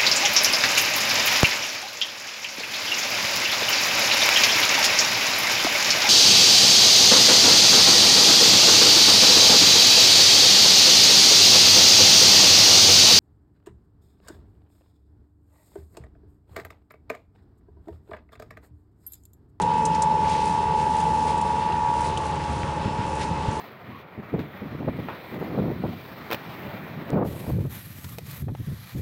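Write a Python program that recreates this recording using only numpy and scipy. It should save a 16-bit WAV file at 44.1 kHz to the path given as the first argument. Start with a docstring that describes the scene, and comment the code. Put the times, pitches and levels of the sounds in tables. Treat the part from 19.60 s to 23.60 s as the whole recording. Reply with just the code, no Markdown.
"""Screw oil press in a workshop

Meshing gears whine, modulated at the shaft rate, over motor hum, thin bearing tones and the
broadband churn of the screw. Pressed cake sizzles, rustles and cracks; hard bits ring the chute.
Around 2.4 s the hand-held microphone moves from the oil spout round to the cake outlet:
the whine falls away, the rumble grows and soft handling bumps come through."""
import sys
import numpy as np
from scipy import signal
from scipy.fft import rfft, irfft
from scipy.io import wavfile

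SR = 44100
rng = np.random.default_rng(int(sys.argv[2]) if len(sys.argv) > 2 else 0)


def log_audio(samples):
    """Write samples as a 16-bit WAV file to the path given in sys.argv[1]."""
    # one column per channel
    frames = np.atleast_2d(samples).T
    # limit to full scale, then quantise
    limited = np.clip(frames, -1, 1)
    pcm = np.round(limited * 32767).astype(np.int16)
    wavfile.write(sys.argv[1], SR, pcm)


N = 176400

MESH_HZ, SHAFT_HZ = 872.9, 25.17
SPEED_WANDER = 0.00025  # share of the drive speed
T = np.arange(N) / SR


def from_db(db):
    """Decibels to gain."""
    return 10 ** (np.asarray(db) / 20)


def rms_one(x):
    """Scale to an rms of 1."""
    return x / np.sqrt(np.mean(x ** 2) + 1e-20)


def in_time(rows):
    """Each column of a curve at every sample."""
    s, *columns = np.transpose(rows)
    return [np.interp(T, s, c) for c in columns]


def drift(rate):
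    """Random fluctuation: Gaussian noise low-passed at rate hertz, rms 1."""
    r = np.exp(-80 * np.pi * rate / SR)
    slow = signal.lfilter([1], [1, -2 * r, r * r], rng.standard_normal(N // 40 + 2002))[2000:]
    return np.interp(np.arange(N) / 40, np.arange(len(slow)), rms_one(slow))


def band(x, low_hz, high_hz):
    """Gentle band-pass."""
    return signal.sosfilt(
        signal.butter(2, [low_hz, min(high_hz, SR / 2 - 2000)], "band", fs=SR, output="sos"), x)


def coloured(x, hz, db):
    """Give a steady sound a spectrum."""
    f = np.maximum(np.fft.rfftfreq(N, 1 / SR), 1)
    return irfft(rfft(x) * from_db(np.interp(np.log(f), np.log(hz), db)), N)


def tone(hz, clock, waver):
    """A sinusoid of rms about 1; a random share, waver, modulates its amplitude and phase."""
    phasor = 1 + waver * (drift(2.5) + 1j * drift(2.5)) / np.sqrt(2)
    return np.sqrt(2) * np.real(phasor * np.exp(2j * np.pi * (hz * clock + rng.random())))


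def grains(spectrum, per_s=5400, spread_db=3.0):
    """Shot noise: dense tiny clicks of uneven size, rms 1."""
    sizes = from_db(spread_db * np.minimum(rng.exponential(1, N), 5)) * rng.choice([-1, 1], N)
    clicks = sizes * (rng.random(N) < per_s / SR)
    hz, db = np.transpose(spectrum)
    return rms_one(band(coloured(clicks, hz, db), hz[0], SR / 2))


# Noise density of screw and room: frequency_hz, spout_db_per_hz, outlet_db_per_hz
CHURN_SPECTRUM = [(25, -71, -64.5), (45, -60.5, -57.5), (82, -61.5, -60), (127, -60.5, -55),
                  (171, -53, -58), (260, -62.5, -68), (347, -67, -61.5), (453, -57, -66.5),
                  (568, -63.5, -62.5), (656, -69, -71), (887, -62, -60.5), (1170, -71.5, -69.5),
                  (1820, -75.5, -75.5), (2260, -79, -77.5), (2920, -79, -77.5), (4080, -84, -82.5),
                  (7100, -91, -91), (10900, -96.5, -101.5)]

def screw_churn(position, flicker_db=1.32):
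    """Grinding makes broadband noise; each octave fluctuates independently."""
    white, bin_hz = rfft(rng.standard_normal(N)), np.fft.rfftfreq(N, 1 / SR)
    noise = 0
    for low_hz in 20 * 2 ** np.arange(10):
        octave = irfft(white * (bin_hz >= low_hz) * (bin_hz < 2 * low_hz), N)
        noise += octave * from_db(flicker_db * drift(11.2))
    noise = rms_one(noise) * np.sqrt(SR / 2)  # about unit power per hertz
    hz, spout_db, outlet_db = np.transpose(CHURN_SPECTRUM)
    return (1 - position) * coloured(noise, hz, spout_db) + position * coloured(noise, hz, outlet_db)


# Partials of the motor: pitch_hz, spout_db, outlet_db
HUM_PARTIALS = [(74.6, -41, -38.5), (86, -46, -48), (146, -45, -43), (167, -43, -45), (226, -45, -52),
                (301.4, -49, -48), (403, -50, -50), (447, -45, -53), (522.2, -44, -54), (548, -52, -47),
                (647, -53, -55), (698, -57, -52), (1049, -56, -51), (1149.2, -45.5, -48)]

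def motor_hum(position, clock):
    """Rotation gives a line spectrum whose frequencies follow the drive speed."""
    return sum(from_db(spout_db + position * (outlet_db - spout_db)) * tone(hz, clock, waver=0.37)
               for hz, spout_db, outlet_db in HUM_PARTIALS)


def whistle(hz, clock, waver, slip_share=0.000556):
    """Slip against the drive slightly modulates the frequency of a bearing tone; rms 1."""
    slip_s = slip_share * np.cumsum(drift(15)) / SR
    return rms_one(tone(hz, clock + slip_s, waver))


# Faint bearing whistles: pitch_hz, spout_db, outlet_db
BEARING_WHISTLES = [(1741, -59, -61), (1840.5, -60, -60), (2787, -62, -62), (6243, -71, -73),
                    (7117, -70, -72), (7333, -71, -73), (7779, -71, -73), (9705, -71, -73)]
# Levels of the three squeals: time_s, first_db, second_db, third_db
SQUEAL_ENVELOPES = [(0, -58, -54, -62), (.2, -50, -67, -58), (.42, -49.5, -69, -57), (.63, -59, -62, -60.5),
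                    (.83, -49, -62, -63.5), (1.02, -55, -50.5, -60), (1.35, -56, -63, -61),
                    (1.75, -54, -58, -61), (2.05, -59, -51, -65), (2.3, -66, -56, -78),
                    (2.52, -52, -57, -70), (2.9, -66, -54, -72), (3.12, -54, -69, -72),
                    (3.27, -66, -52.5, -57), (3.52, -54, -57, -64), (3.78, -50, -64, -67),
                    (4, -65, -63, -69)]
SQUEAL_HZ = (2588, 2688, 5276.5)

def bearings(position, clock):
    """Bearings radiate narrow spectral lines: three squeals come and go over fainter whistles."""
    out = np.zeros(N)
    for hz, level_db in zip(SQUEAL_HZ, in_time(SQUEAL_ENVELOPES)):
        out += from_db(level_db) * whistle(hz, clock, waver=0.14)
    for hz, spout_db, outlet_db in BEARING_WHISTLES:
        out += from_db(spout_db + position * (outlet_db - spout_db)) * whistle(hz, clock, waver=0.57)
    return out


# Thuds of the hand on the microphone: start_s, level_db, pitch_hz, t60_s
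HAND_BUMPS = [(2.595, -27, 75, 0.083), (2.895, -21.5, 75, 0.17), (2.965, -23, 103, 0.23),
              (3.029, -23, 80.4, 0.11), (3.08, -26, 137, 0.083), (3.254, -15.5, 100, 0.067),
              (3.277, -21, 189, 0.078), (3.309, -22, 150, .06), (3.389, -22.5, 90, 0.093),
              (3.71, -19.5, 171, 0.093), (3.882, -11.5, 87, 0.033)]

def handling_bumps(attack_s=0.0026, rub_share=0.39):
    """Structure-borne sound: the hand excites damped vibration of the case, with dull rubbing."""
    out = np.zeros(N)
    rub = rms_one(band(rng.standard_normal(N), 116, 254))
    for start_s, level_db, hz, t60_s in HAND_BUMPS:
        age = np.clip(T - start_s, 0, 1)
        decay_db = 60 * np.maximum(age - attack_s, 0) / t60_s
        envelope = np.minimum(age / attack_s, 1) * from_db(level_db - decay_db)
        out += envelope * (np.sin(2 * np.pi * hz * age) + rub_share * rub)
    return out


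# Envelope of the sizzle: time_s, level_db
SIZZLE_ENVELOPE = [(0, -72), (.55, -62), (.7, -59), (.88, -45.5), (1.05, -53), (1.15, -50.5), (1.4, -45.5),
                   (1.9, -47), (2.2, -55), (2.38, -48), (2.47, -41), (2.54, -52.5), (2.68, -47.5),
                   (2.78, -52), (2.9, -47), (3.15, -49), (3.4, -52.5), (3.62, -40.5), (3.72, -53),
                   (3.9, -54), (4, -46)]
# Spectrum of its grains: frequency_hz, relative_db
SIZZLE_SPECTRUM = [(1500, 5), (3000, 1.5), (5000, 1), (7500, -1.5), (10500, -3.5)]

def cake_sizzle(pops_per_s=33, pop_db=3.5, pop_t60_s=0.021, flicker_db=2.25):
    """Random impulses from the pressed cake merge into hiss; sparser pops decay exponentially."""
    level_db, = in_time(SIZZLE_ENVELOPE)
    pops = (rng.random(N) < pops_per_s / SR) * rng.uniform(0.44, 1, N)
    pop_envelope = signal.lfilter([1], [1, -from_db(-60 / (pop_t60_s * SR))], pops + 1e-18)
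    crackle = pop_envelope * rms_one(band(rng.standard_normal(N), 4000, 11000))
    envelope = from_db(level_db + flicker_db * drift(4.8))
    return envelope * (grains(SIZZLE_SPECTRUM) + from_db(pop_db) * crackle)


# Slides of cake flakes: start_s, level_db, attack_s, fall_30_db_s
FLAKE_SLIDES = [(.6, -37, 0.12, 0.57), (1.18, -41.5, 0.022, 0.08), (1.67, -40, 0.024, 0.092),
                (3.588, -36, 0.033, 0.066)]
# Spectrum of their rustle: frequency_hz, relative_db
RUSTLE_SPECTRUM = [(1200, -8), (2200, 4), (3800, -0.5), (6000, -5.5), (10500, -15)]

def cake_rustle():
    """Friction of sliding flakes makes granular noise that swells and dies away."""
    envelope = np.zeros(N)
    for start_s, level_db, attack_s, fall_s in FLAKE_SLIDES:
        age = T - start_s
        decay_db = 30 * np.maximum(age - attack_s, 0) / fall_s
        envelope += np.clip(age / attack_s, 0, 1) * from_db(level_db - decay_db)
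    return envelope * grains(RUSTLE_SPECTRUM)


# Spits and cracks of the cake: start_s, level_db, centre_hz, width_octaves, t60_s
CAKE_CRACKS = [(0.0155, -32.5, 7100, 0.97, 0.049), (0.02, -37, 3570, 0.43, 0.06),
               (.135, -48, 7500, .8, .04), (.176, -48, 7600, .6, .05), (0.252, -27, 6760, 0.81, 0.05),
               (0.347, -35.5, 5000, 1.2, 0.045), (0.4199, -25.5, 7100, 0.71, 0.044),
               (0.422, -35.5, 3650, .4, .045), (0.644, -34.5, 2290, 0.35, 0.057),
               (.695, -39, 7400, 0.64, 0.045), (.714, -36, 2280, 0.4, 0.03), (.741, -44, 3700, 0.53, 0.08),
               (1.401, -41, 7000, 0.92, 0.097), (1.605, -42, 5600, .6, .04), (1.777, -41, 8100, 0.96, .04),
               (1.812, -36.5, 7600, 2.1, 0.035), (2.122, -38, 3400, 1.2, 0.03),
               (2.574, -32.5, 6500, 1.9, 0.031), (2.838, -38.5, 3800, .7, .035),
               (3.553, -40, 7540, 0.72, 0.016), (3.612, -36, 1900, .7, .08), (3.633, -38, 4200, .7, 0.037),
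               (3.91, -39, 6250, 0.34, 0.021)]

def cake_cracks(attack_s=0.0019, tail_db=-26.5, tail_t60_s=0.27):
    """Each fracture is a burst of band-limited noise with a faint tail of room reverberation."""
    out = np.zeros(N)
    for start_s, level_db, hz, octaves, t60_s in CAKE_CRACKS:
        age = np.clip(T - start_s, 0, 1)
        since_peak = np.maximum(age - attack_s, 0)
        direct = from_db(-60 * since_peak / t60_s)
        tail = from_db(tail_db - 60 * since_peak / tail_t60_s)
        envelope = np.minimum(age / attack_s, 1) * (direct + tail)
        b, a = signal.iirpeak(hz, 1 / octaves / np.log(2), fs=SR)
        noise = signal.lfilter(b, a, signal.lfilter(b, a, rng.standard_normal(N)))
        out += from_db(level_db) * envelope * rms_one(noise)
    return out


# Hard bits of cake hitting the chute: start_s, peak_db, pitch_hz, width_hz
CHUTE_IMPACTS = [(2.121, -30.5, 2670, 260), (2.574, -21.5, 3060, 560), (3.033, -20.5, 1950, 1150)]

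def chute_knocks():
    """Each impact gives the impulse response of a damped resonance of the steel chute."""
    out = np.zeros(N)
    for start_s, peak_db, hz, width_hz in CHUTE_IMPACTS:
        impulse = (np.arange(N) == int(start_s * SR)) + 1e-18 * rng.standard_normal(N)
        b, a = signal.iirpeak(hz, hz / width_hz, fs=SR)
        ring = signal.lfilter(b, a, signal.lfilter(b, a, impulse))
        out += from_db(peak_db) * ring / np.abs(ring).max()
    return out


# Main gear tones at the microphone: time_s, lower_sideband_db, mesh_db, upper_sideband_db
GEAR_ENVELOPES = [(0, -29, -27, -26.5), (.14, -34.5, -23.7, -25), (.3, -45, -23, -31.5),
                  (.47, -34.5, -22, -29.5), (.72, -33, -23.7, -31), (.98, -35.5, -26, -27.5),
                  (1.25, -30.5, -24.5, -30), (1.55, -31, -23.5, -31), (1.87, -31.5, -27.5, -28),
                  (2.1, -35.5, -26.5, -29.5), (2.28, -34, -26.2, -26), (2.42, -53, -27.8, -27.5),
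                  (2.53, -43, -30, -36.5), (2.65, -32, -33, -44), (2.85, -33, -37.5, -36),
                  (3.04, -37.5, -42, -37.5), (3.2, -34, -34.5, -40), (3.29, -36, -35, -41),
                  (3.38, -41, -34, -33.5), (3.56, -37, -32.5, -37.5), (3.8, -40, -34.5, -37.5),
                  (4, -46, -31.5, -40)]
# Weaker sidebands: offset_shaft_orders, spout_db, outlet_db
WEAK_SIDEBANDS = [(-2, -46.5, -54), (1, -57, -45), (2, -39.5, -50), (4, -58, -48)]

def gear_whine(clock, roughness_db=0.65):
    """The tooth-mesh tone beats with sidebands spaced by the shaft rate, so the whine throbs."""
    out = np.zeros(N)
    for order, level_db in zip((-1, 0, 3), in_time(GEAR_ENVELOPES)):
        out += from_db(level_db) * tone(MESH_HZ + order * SHAFT_HZ, clock, waver=0.035)
    turned = np.interp(T, (1.8, 2.1), (0, 1))  # the microphone rounds the corner
    for order, spout_db, outlet_db in WEAK_SIDEBANDS:
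        level_db = spout_db + turned * (outlet_db - spout_db)
        out += from_db(level_db) * tone(MESH_HZ + order * SHAFT_HZ, clock, waver=0.44)
    return out * from_db(roughness_db * drift(43))


# Path of the microphone: time_s, position (0 at the oil spout, 1 at the cake outlet)
MICROPHONE_PATH = [(0, 0.082), (1.85, 0.24), (2.3, 0.71), (2.7, 0.96), (4, 0.57)]

def scene():
    """Superposition of all sources at the moving microphone, in mono."""
    position, = in_time(MICROPHONE_PATH)
    clock = T + SPEED_WANDER * np.cumsum(drift(2.8)) / SR  # time as the drive keeps it
    background = screw_churn(position) + motor_hum(position, clock) + bearings(position, clock)
    bumps = handling_bumps()
    cake = cake_sizzle() + cake_rustle() + cake_cracks() + chute_knocks()
    return (background + bumps + cake + gear_whine(clock))[None]


def record(dry):
    """Band limiting: the microphone loses the deepest bass, and the top is cut steeply."""
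    low_cut = signal.butter(2, 56, "high", fs=SR, output="sos")
    high_cut = signal.ellip(12, .1, 80, 10300, fs=SR, output="sos")
    return signal.sosfilt(high_cut, signal.sosfilt(low_cut, dry))


dry = scene()
out = record(dry)
log_audio(out)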